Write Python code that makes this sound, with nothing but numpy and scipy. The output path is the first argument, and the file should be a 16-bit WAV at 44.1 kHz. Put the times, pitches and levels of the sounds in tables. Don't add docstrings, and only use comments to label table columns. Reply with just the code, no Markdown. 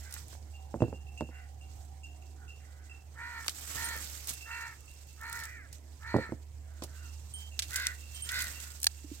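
import sys
import numpy as np
from scipy import signal
from scipy.fft import rfft, irfft, next_fast_len
from scipy.io import wavfile
from scipy.ndimage import uniform_filter1d

SR = 44100
rng = np.random.default_rng(int(sys.argv[2]) if len(sys.argv) > 2 else 0)


def elevation(decibels):
    levels = np.asarray(decibels, float)
    return 10 ** (levels / 20)


def digitize_waveform(pressure):
    field = np.atleast_2d(pressure).T
    bounded = np.clip(field, -1, 1)
    quanta = np.round(bounded * 32767).astype(np.int16)
    wavfile.write(sys.argv[1], SR, quanta)


N = 405719


def read(points, hz):
    f, value = np.transpose(points)
    return np.interp(np.log(hz + 1), np.log(f + 1), value)


def evened(x):
    return x / np.sqrt(np.mean(x ** 2) + 1e-20)


def add(mix, s, sound):
    part = mix[..., round(s * SR):][..., :sound.shape[-1]]
    part += sound[..., :part.shape[-1]]


def drift(size, width):
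    smooth = uniform_filter1d(rng.standard_normal(size), width)
    return evened(uniform_filter1d(smooth, width))


def placed(x, pan_db, lead):
    size = next_fast_len(N + 4096)
    advance = np.exp(2j * np.pi * np.fft.rfftfreq(size) * lead)
    left = irfft(rfft(x, size) * advance, size)[:N]
    return np.array([left * elevation(pan_db / 2), x * elevation(-pan_db / 2)])


# frequency_hz, likeness (0-1)
COHERENCE = [(60, .99), (500, 0.44), (1500, 0.22), (4000, 0.069), (15000, 0.22)]


def hiss(colour, patchy_db, pan_db, lead, size):
    frames, hz = 4 * N // size + 5, np.fft.rfftfreq(size, 1 / SR)
    a, b, c, d, patches = rng.standard_normal((frames, len(hz), 5)).T
    patches = evened(uniform_filter1d(uniform_filter1d(patches, 8, 0), 10, 1))
    same = np.clip(read(COHERENCE, hz), -1, 1)[:, None]
    right = a + 1j * b
    advanced = right * np.exp(2j * np.pi * hz * lead / SR)[:, None]
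    left = same * advanced + np.sqrt(1 - same ** 2) * (c + 1j * d)
    spectra = np.array([left * elevation(pan_db / 2), right * elevation(-pan_db / 2)])
    spectra *= elevation(read(colour, hz)[:, None] + patchy_db * patches)
    return evened(signal.istft(spectra, nperseg=size, noverlap=size * 3 // 4)[1][:, :N])


def ring(hz, db, t60, rise):
    t = np.arange(SR // 2)[:, None] / SR
    modes = elevation(db - 60 * t / t60) * np.sin(2 * np.pi * hz * t)
    return (modes * (1 - np.exp(-t / rise))).sum(1)


def trees(x, t60):
    taps = np.zeros((2, SR // 2))
    at = np.arange(200, SR // 2 - 22, 22)
    at = at + rng.integers(0, 22, (2, len(at)))
    np.put_along_axis(taps, at, rng.choice([-1., 1.], at.shape), 1)
    taps *= elevation(-60 * np.arange(SR // 2) / SR / t60)
    return signal.oaconvolve(x[None], taps / np.linalg.norm(taps[0]), axes=1)[:, :N]


# time_s, pitch_hz, level_db
ENGINE = [(0.0, 74.3, -44.5), (0.1, 74.5, -50), (0.92, 71.9, -46), (3.66, 74.2, -53), (3.89, 72.4, -47.5),
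          (4.59, 71.64, -54.5), (7.07, 74.6, -46), (9.2, 72.4, -49.5)]
# centre_hz, level_db
ENGINE_ORDERS = [(128, -72.5)]
# time_s, level_db
TRAFFIC = [(0, -54.5), (2.5, -58), (3.3, -60.5), (3.8, -55.5), (4.5, -59.5), (6.7, -56.5), (7, -58.5),
           (8, -56.5), (9.2, -61)]
# frequency_hz, level_db
TRAFFIC_COLOUR = [(25, -29), (50, 3), (100, 7), (140, -6), (250, -14), (600, -14.5), (1000, -16),
                  (1500, -81)]
# frequency_hz, level_db
AIR_COLOUR = [(190, -42), (270, -17), (887, -38.5), (1160, -30), (2760, -33.5), (3160, -35), (7710, -69),
              (9570, -39.5), (16000, -42)]


def distance():
    t = np.arange(N) / SR
    s, hz, db = np.transpose(ENGINE)
    turns = 2 * np.pi * np.cumsum(np.interp(t, s, hz)) / SR
    hum = np.sqrt(2) * elevation(np.interp(t, s, db)) * np.sin(turns)
    for hz, db in ENGINE_ORDERS:
        order_turns = 2 * np.pi * np.cumsum(hz + 3.25 * drift(N, 3000)) / SR
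        hum += elevation(db + 4.9 * drift(N, 4000)) * np.sin(order_turns)
    rumble = hiss(TRAFFIC_COLOUR, 2.77, -6.0, 2.7, size=2048)
    rumble = rumble * elevation(np.interp(t, *np.transpose(TRAFFIC)))
    air = elevation(-67.5) * hiss(AIR_COLOUR, 2.56, -3.4, 1.4, size=1024)
    return placed(hum, -5.0, 3.5) + rumble + air


# pitch_hz, relative_level_db
DRONE_TONES = [(715, -4), (763, 0), (815, -4)]
# time_s, level_db
DRONE_OVER_TIME = [(0, -75.5), (.6, -65.5), (1.8, -66), (3, -75), (4.5, -75.5), (9.2, -136)]


def drone():
    t = np.arange(N) / SR
    tones = 0
    for hz, db in DRONE_TONES:
        tones = tones + elevation(db) * (1 + .6 * drift(N, 1200)) * np.sin(2 * np.pi * hz * t)
    level = elevation(np.interp(t, *np.transpose(DRONE_OVER_TIME)))
    return placed(evened(tones) * level, -10.0, 14.3)


ATTACK_S, RELEASE_S, END_DB = 0.06, 0.082, -12
ARCH_SKEW = .92


def outline(start, length, effort_db, start_db, arch):
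    u = np.linspace(0, 1, num=24)
    t = u * length
    swell_db = start_db * np.clip(1 - t / ATTACK_S, 0, 1)
    fade_db = END_DB * np.clip(1 - (length - t) / RELEASE_S, 0, 1)
    return start + t, effort_db + swell_db + fade_db, 1 - arch * (2 * u ** ARCH_SKEW - 1) ** 2


def beak(hz, open_share, centre_hz):
    octaves = np.log2(hz / centre_hz)
    shut_db = -44
    return shut_db * (1 - open_share) * octaves ** 2 * np.where(octaves < 0, .4, 1)


FLUTTER_HZ, FLUTTER_BEND, FLUTTER_DEPTH = 68, .044, .15
FLUTTER_SLACK = 4
ROUGH_SAMPLES = 60


def caw(rows, throat, flutter_share, rough):
    s, effort_db, *columns = np.transpose(rows)
    t = np.arange(s[0], s[-1], 1 / SR)
    hz, *mouth = (np.interp(t, s, c) for c in columns)
    flutter = 2 * np.pi * np.cumsum(FLUTTER_HZ * (1 + 0.04 * drift(len(t), 900))) / SR
    flutter_share = flutter_share * (hz / hz.max()) ** FLUTTER_SLACK
    bend = FLUTTER_BEND * flutter_share * (np.sin(flutter) + .6 * np.sin(2 * flutter))
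    jitter = 0.015 * rough * drift(len(t), 200) + .008 * drift(len(t), 1500)
    hz = hz * (1 + bend + jitter)
    turns = 2 * np.pi * np.cumsum(hz) / SR
    edges = 1.8 - .9 * signal.windows.tukey(len(t), .5)
    voice = 0
    for k in range(1, 11):
        smear = 1 - rough * edges + rough * edges * drift(len(t), ROUGH_SAMPLES)
        weight = elevation(throat(k * hz, *mouth) + 1.2 * drift(len(t), 1800))
        voice = voice + weight * smear * np.sin(k * turns)
    voice *= 1 + FLUTTER_DEPTH * flutter_share * np.cos(flutter + 0.068)
    level = elevation(np.interp(t, s, effort_db))
    return s[0], level * evened(voice) * signal.windows.tukey(len(t), .12)


# start_s, length_s, effort_db, throat_band_hz, fall (share lost by pitch and band)
FAR_CALLS = [(0, 0.23, -56.5, 1760, 0.15), (1.303, 0.17, -56.5, 1780, 0.0071),
             (2.359, 0.16, -62, 1400, 0.083), (2.578, 0.44, -66, 1710, 0.06),
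             (6.668, 0.23, -66, 1510, 0.086), (6.865, 0.26, -60.5, 1510, .2),
             (5.679, 0.072, -58, 1840, 0.0082), (8.499, 0.27, -58.5, 1640, 0.0042)]
# start_s, length_s, effort_db, top_pitch_hz, bite_above_3500_hz_db
NEAR_CALLS = [(3.135, 0.34, -45, 478, -1), (3.725, 0.3, -42.5, 471, 8), (4.435, 0.32, -44.5, 474, 0),
              (5.165, 0.35, -45, 465.2, 4), (5.99, .34, -45, 469.3, 6.5), (7.685, 0.26, -39.5, 518.6, 10),
              (8.255, 0.25, -39, 507.5, 14.5)]
# frequency_hz, level_db
FIRST_THROAT = [(460, -37), (920, -13.5), (1380, -10), (1850, -5), (2300, -14), (2800, -28), (3850, -33),
                (4250, -19.5), (4650, -29), (5200, -40)]
# frequency_hz, level_db
SECOND_THROAT = [(510, -45), (1020, -24), (1530, -1), (2040, -1), (2550, -14), (3100, -22), (5000, -24)]
# time_s, effort_db, pitch_hz, throat_band_hz
SLIDING_CALL = [(5.44, -54, 467, 2023), (5.51, -50, 495, 1890), (5.56, -51, 469, 1860),
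                (5.6, -50.5, 421, 1750), (5.64, -59.5, 364, 1736), (5.675, -56, 310, 1632)]
FIRST_BIRD_CAWS = 5


def crows():
    near, far = np.zeros((2, N))

    def band(hz, centre_hz):
        return -70 * np.log2(hz / centre_hz) ** 2

    for start, length, effort_db, centre_hz, fall in FAR_CALLS:
        s, db, arch = outline(start, length, effort_db, start_db=-7, arch=.08)
        sag = 1 + fall * (.5 - (s - start) / length)
        far_hz = 500 * arch * sag
        add(far, *caw(np.c_[s, db, far_hz, centre_hz * sag], band, .8, .45))
    for k, (start, length, effort_db, top_hz, bite_db) in enumerate(NEAR_CALLS):
        throat = FIRST_THROAT if k < FIRST_BIRD_CAWS else SECOND_THROAT
        s, db, arch = outline(start, length, effort_db, start_db=-17, arch=.11)
        opening = np.clip(np.minimum(s - start, start + length - s) / .082, 0, 1)
        centre_hz = np.linspace(1340, 1750, len(s)) * top_hz / NEAR_CALLS[0][3]

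        def colour(hz, *mouth):
            return read(throat, hz) + bite_db * (hz > 3500) + beak(hz, *mouth)

        add(near, *caw(np.c_[s, db, top_hz * arch, opening, centre_hz], colour, 1.05, .26))
    add(near, *caw(SLIDING_CALL, band, 1.1, .2))
    direct = placed(near + elevation(-3) * far, -3.5, 4.5)
    return direct + elevation(-6) * trees(near + elevation(4) * far, .26)


# time_s, level_db
RUBBING = [(0.0, -60.5), (0.4, -70), (1.5, -72), (3.1, -72), (3.35, -63), (3.5, -56.5), (3.79, -49.5),
           (4.2, -55.5), (4.4, -58), (4.88, -66.5), (5.23, -64.5), (5.44, -57.5), (5.6, -73), (6.7, -73),
           (6.95, -63), (7.53, -68), (7.74, -51.5), (8.06, -62.5), (8.4, -50.5), (8.72, -57.5),
           (8.9, -62.5), (9.2, -62.5)]
# time_s, peak_db, half_length_s
BRUSHING = [(0.164, -61.5, 0.048), (0.326, -65, 0.035), (1.775, -70.5, 0.065), (4.298, -54, 0.019),
            (5.753, -66, 0.024), (6.12, -73.5, 0.21), (7.43, -66, 0.072)]
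# frequency_hz, level_db
RUBBING_LOW = [(120, 8), (250, -8.5), (600, -6.5), (1100, -1), (1600, 2.5), (3350, 3), (8100, 10),
               (9200, 1), (11000, -64)]
# frequency_hz, level_db
RUBBING_TOP = [(7000, -5.5), (9000, -2), (10400, -2), (12900, 4.5), (15900, -3)]


def rustle():
    t = np.arange(N) / SR
    level = elevation(np.interp(t, *np.transpose(RUBBING)))
    for s, db, half in BRUSHING:
        level = level + elevation(db) * np.exp(-((t - s) / half) ** 2)
    harder_db = 20 * np.log10(level) + 56
    slips = elevation(4.5 * np.minimum(rng.exponential(1, N), 5))
    slips = slips * (rng.random(N) < 260 / SR)
    grain = 2 + 0.2 * signal.lfilter([1], [1, -np.exp(-1 / (0.002 * SR))], slips)
    low = hiss(RUBBING_LOW, 1.76, -11.0, 3.6, size=256) * elevation(6.5)
    mid = signal.sosfiltfilt(signal.butter(2, 2400, fs=SR, output="sos"), low)
    low = low + mid * (elevation(-0.1 + 0.83 * harder_db) - 1)
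    top = hiss(RUBBING_TOP, 0.5, 0.25, 7.5, size=256) * elevation(2.5 + 0.36 * harder_db)
    return (low + top) * evened(grain) * level * elevation(1.7 * drift(N, 900))


# start_s, length_s, ticks_per_s, level_db, centre_hz
TEARING = [(0.088, 0.13, 42, -50, 9000), (3.414, .07, 88, -36, 7900), (3.424, .08, 75, -30, 990),
           (3.548, 0.8, 53, -35.5, 9000), (3.7, 0.34, 46.6, -42, 510), (4.79, 0.44, 29, -45.5, 9530),
           (5.199, .12, 52, -45, 10600), (5.319, 0.1, 110, -35, 11000), (7.697, .05, 90, -26, 5940),
           (7.778, 0.092, 42, -30.5, 5980), (7.899, 0.31, 29.7, -44, 5960), (8.297, 0.18, 92, -30, 7500),
           (8.498, 0.33, 22.6, -37, 7000)]


def tears():
    rows = []
    for (start, length, rate, db, hz), luck in zip(TEARING, rng.random((len(TEARING), 50, 3))):
        s = start + np.cumsum(.4 + 1.2 * luck[:, 0]) / rate
        tick_db = db + 12 * (luck[:, 1] - .5)
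        tick_hz = hz * 2 ** (luck[:, 2] - .5)
        ticks = np.c_[s, tick_db, tick_hz, np.full(len(s), .012)]
        rows += list(ticks[s < start + length])
    return rows


# start_s, peak_db, centre_hz, t60_s
CLICKS = [(.11, -37, 7000, .015), (0.125, -29.5, 6940, 0.028), (0.1397, -26.5, 7300, 0.018),
          (.164, -38, 1500, 0.016), (0.2823, -37, 9500, 0.015), (.328, -42.5, 750, 0.036),
          (.351, -44.5, 797, 0.022), (.822, -43, 4000, .015), (1.2075, -36.5, 3400, 0.024),
          (3.463, -33, 6350, 0.036), (3.481, -14.5, 3940, 0.019), (3.4934, -24, 4800, 0.042),
          (3.965, -25, 11810, 0.01), (4.272, -25, 9230, 0.023), (4.2838, -26, 5080, 0.16),
          (4.2912, -21, 7480, 0.077), (4.3027, -35, 7200, 0.024), (4.337, -28, 12430, 0.034),
          (5.2667, -37, 11100, .015), (5.2976, -29, 11000, 0.0089), (5.3275, -24.5, 8050, 0.019),
          (5.436, -30.5, 6450, 0.055), (5.4535, -27.5, 8330, 0.02), (5.728, -32, 6850, 0.021),
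          (6.031, -43, 1840, 0.034), (6.104, -47, 4100, 0.018), (6.165, -39, 3980, 0.029),
          (6.3215, -45.5, 3500, .015), (6.8214, -34.5, 3620, 0.17), (6.836, -28, 6400, 0.06),
          (7.5916, -12.5, 3880, 0.0037), (7.5944, -14, 4190, 0.033), (7.621, -24.5, 4200, 0.12),
          (7.7582, -17, 6250, 0.058), (7.8685, -12.5, 4460, 0.015), (8.29, -23.5, 3930, 0.056),
          (8.39, -24.5, 6000, 0.03), (8.41, -23, 10500, .015), (8.4205, -21.5, 10840, 0.043),
          (8.4425, -25, 9000, .015), (8.6004, -33, 5380, 0.019), (8.8015, -33, 9910, .015),
          (8.817, -32, 9000, .012), (8.83, -16, 8000, 0.017), (8.843, -13.5, 8500, 0.015),
          (8.856, -26, 8500, 0.02), (8.8674, -10, 4860, 0.019)]


def clicks(rows, slope_db):
    out, t = np.zeros((2, N)), np.arange(2048) / SR
    f = np.fft.rfftfreq(2048, 1 / SR)
    for (s, peak_db, hz, t60), noise in zip(rows, rng.standard_normal((len(rows), 2, 2048))):
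        colour = elevation(slope_db * np.log2((f + 50) / hz) ** 2)
        decay = elevation(-60 * t / np.clip(t60, .002, .1)) * (1 - np.exp(-t / 0.0001))
        burst = irfft(rfft(noise) * colour) * decay
        burst /= abs(burst[0]).max()
        left = elevation(-3) * (0.24 * burst[0] + 1.0 * burst[1])
        right = np.roll(burst[0], shift=5)
        add(out, s, elevation(peak_db) * np.array([left, right]))
    return out


# start_s, length_s, strokes_per_s, level_db
JIGGLES = [(4.66, 0.52, 20, -61), (6.921, .35, 15.5, -59), (7.45, 0.82, 19.2, -50), (8.308, .4, 18, -51.5),
           (8.871, .22, 25.7, -55)]


def jingles():
    rows = []
    for (start, length, rate, db), luck in zip(JIGGLES, rng.random((len(JIGGLES), 20, 3))):
        s = start + np.cumsum(.3 + 1.4 * luck[:, 0]) / rate
        strokes = np.c_[s, db + 6 * (luck[:, 1] - .5), .5 + .5 * luck[:, 2]]
        rows += list(strokes[s < start + length])
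    return rows


# start_s, level_db, lower_share (of the two lower hum modes, 0-1)
STROKES = [(0.537, -44, 0.24), (0.802, -39.5, 0.67), (0.935, -45, 0.3), (1.067, -47.5, 1),
           (1.1752, -35, 0.5), (1.3423, -44, 0.4), (1.611, -47, 0.3), (2.0332, -39, 0.4), (2.223, -53, 0.7),
           (2.4796, -39, 0.46), (2.8955, -41.5, 0.8), (4.3318, -42, 0.96), (4.407, -37.5, 1),
           (4.434, -48, 0.6), (4.5113, -33.5, 0.83), (4.5453, -42, 0.8), (4.6068, -40, 1),
           (4.879, -46, 0.55), (5.089, -53, 0.98), (6.972, -51, 0.4), (7.043, -46, 0.5), (7.514, -46, 0.3),
           (7.929, -54, 0.02), (8.5461, -39, 0.49)]
# pitch_hz, level_db, t60_s
BELL_MODES = [(2665, -10, .3), (2705, -7, .27), (2775, -10, .4), (2520, -30, .15), (5010, -28, .3),
              (5295, -32, .2), (6760, -24, .25), (7585, -29, .2), (8390, -25, .15)]


def bell():
    out, (hz, db, t60) = np.zeros(N), np.transpose(BELL_MODES)
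    strokes = STROKES + jingles()
    chances = rng.standard_normal((len(strokes), len(hz) - 3))
    for (s, level_db, lower), luck in zip(strokes, chances):
        share = np.clip([lower, lower, 1 - lower], .02, 1)
        stroke_db = np.r_[20 * np.log10(share), 3 * luck]
        add(out, s, ring(hz, db + stroke_db + level_db, t60, 0.0015))
    out *= elevation(2.2 * drift(N, 300))
    return placed(out, -4, 4.5) + elevation(-4) * trees(out, .3)


# start_s, peak_db, hardness (0-1), pitch_factor
THUMPS = [(0.742, -23, 0.6, 0.97), (.76, -33, 0.1, 1.05), (0.806, -25, 0.6, 0.88), (0.821, -12, 0.17, 1.04),
          (0.839, -24, 0.3, 1.013), (0.8823, -33, 0, .95), (0.928, -29, 0.8, 0.88),
          (1.209, -22, 0.97, 0.98), (1.222, -28, 0.2, 1.01), (1.29, -40.5, 0.65, 1.02),
          (6.143, -14, 0.74, 1), (6.152, -17.5, 0, 1.12), (6.163, -16.5, 1, 0.927), (6.186, -19, 0.3, 0.9),
          (6.293, -36.5, 0.02, 0.75), (6.322, -24.5, 0.22, 0.99), (6.822, -31, 0.85, 1.08),
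          (6.84, -38.5, 0.75, 1.33)]
# pitch_hz, level_db, t60_s
BOARD_MODES = [(115, -1, 0.075), (160, -2, 0.06), (241, 1, 0.06), (305, 4, 0.045), (460, -1, 0.045),
               (540, -6, 0.055), (605, -4, 0.045), (725, -9, .04), (880, -7, 0.026), (1353, -24, 0.025)]


def thumps():
    out, (hz, db, t60) = np.zeros(N), np.transpose(BOARD_MODES)
    chances = rng.standard_normal((len(THUMPS), len(hz)))
    high_pass = signal.butter(2, 110, "high", fs=SR, output="sos")
    for (s, peak_db, hard, pitch), luck in zip(THUMPS, chances):
        tilt_db = 12 * (hard - .5) * np.log2(hz / 300)
        mode_hz = hz * pitch * (1 + 0.034 * luck[::-1])
        thud = ring(mode_hz, db + tilt_db + 1.76 * luck, t60, 0.2 / hz)
        t = np.arange(len(thud)) / SR
        scuff = drift(len(t), 40) * elevation(-24 - 60 * t / .22) * (1 - np.exp(-t / .012))
        thud += scuff * abs(thud).max()
        thud = signal.sosfilt(high_pass, thud)
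        add(out, s, -elevation(peak_db) * thud / abs(thud).max())
    return placed(out, -4.7, 4.5) + elevation(-17) * trees(out, .12)


# start_s, level_db, pitch_factor, lowest_mode_damping_db (by a finger),
# length_s (until the fruit or hand stops it)
BLADE_TICKS = [(3.842, -38, 1.02, -12, .16), (7.338, -43, 1.0, -3, .15), (8.147, -48, 1.0, 0, .065),
               (8.222, -39, 1.0, -7, .05)]
# pitch_hz, level_db, t60_s
BLADE_MODES = [(3133, -1, 1.2), (8650, 5.5, 0.17), (10050, -3, 0.13), (11600, -14, .08), (12150, -13, .08)]


def blade():
    out, (hz, db, t60) = np.zeros(N), np.transpose(BLADE_MODES)
    for s, level_db, pitch, damping_db, length in BLADE_TICKS:
        mode_db = db + level_db + damping_db * (hz == hz.min())
        steel = ring(hz * pitch, mode_db, t60, 0.0003)
        t = np.arange(len(steel)) / SR
        add(out, s, steel * np.clip(1 + (length - t) / .015, 0, 1))
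    return placed(out, -6, 6.2)


# start_s, level_db
JERKS = [(8.83, -33), (8.843, -21), (8.8683, -7.5)]
# pitch_hz, level_db, t60_s
FRUIT_MODES = [(800, -22, .016), (1690, -13, .014), (2800, -9, .011), (4400, 0, .015), (5750, -9, .011),
               (8900, -8, .009)]


def cut():
    out = np.zeros(N)
    for s, db in JERKS:
        add(out, s, elevation(db) * ring(*np.transpose(FRUIT_MODES), 0.00062))
    return placed(out, -6, 5)


# start_s, level_db, pitch_hz, t60_s
KNOCKS = [(9.043, -34, 294, 0.051), (9.115, -27, 295, 0.041)]


def pats():
    out = np.zeros(N)
    for s, level_db, hz, t60 in KNOCKS:
        add(out, s, ring(hz, level_db, t60, 0.0036))
    return placed(out, -6.5, 3.9)


def scene():
    background = distance() + drone() + crows()
    rubs_and_clicks = rustle() + clicks(tears(), -4) + clicks(CLICKS, -5.0)
    return background + rubs_and_clicks + bell() + thumps() + blade() + cut() + pats()


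def low_pass(x):
    return signal.sosfilt(signal.butter(12, 16960, fs=SR, output="sos"), x)


def record(dry):
    edge = signal.firwin(255, 16200, window=("kaiser", 7), fs=SR)
    finished = signal.oaconvolve(dry, edge[None], "same")
    return low_pass(finished)


dry = scene()
out = record(dry)
digitize_waveform(out)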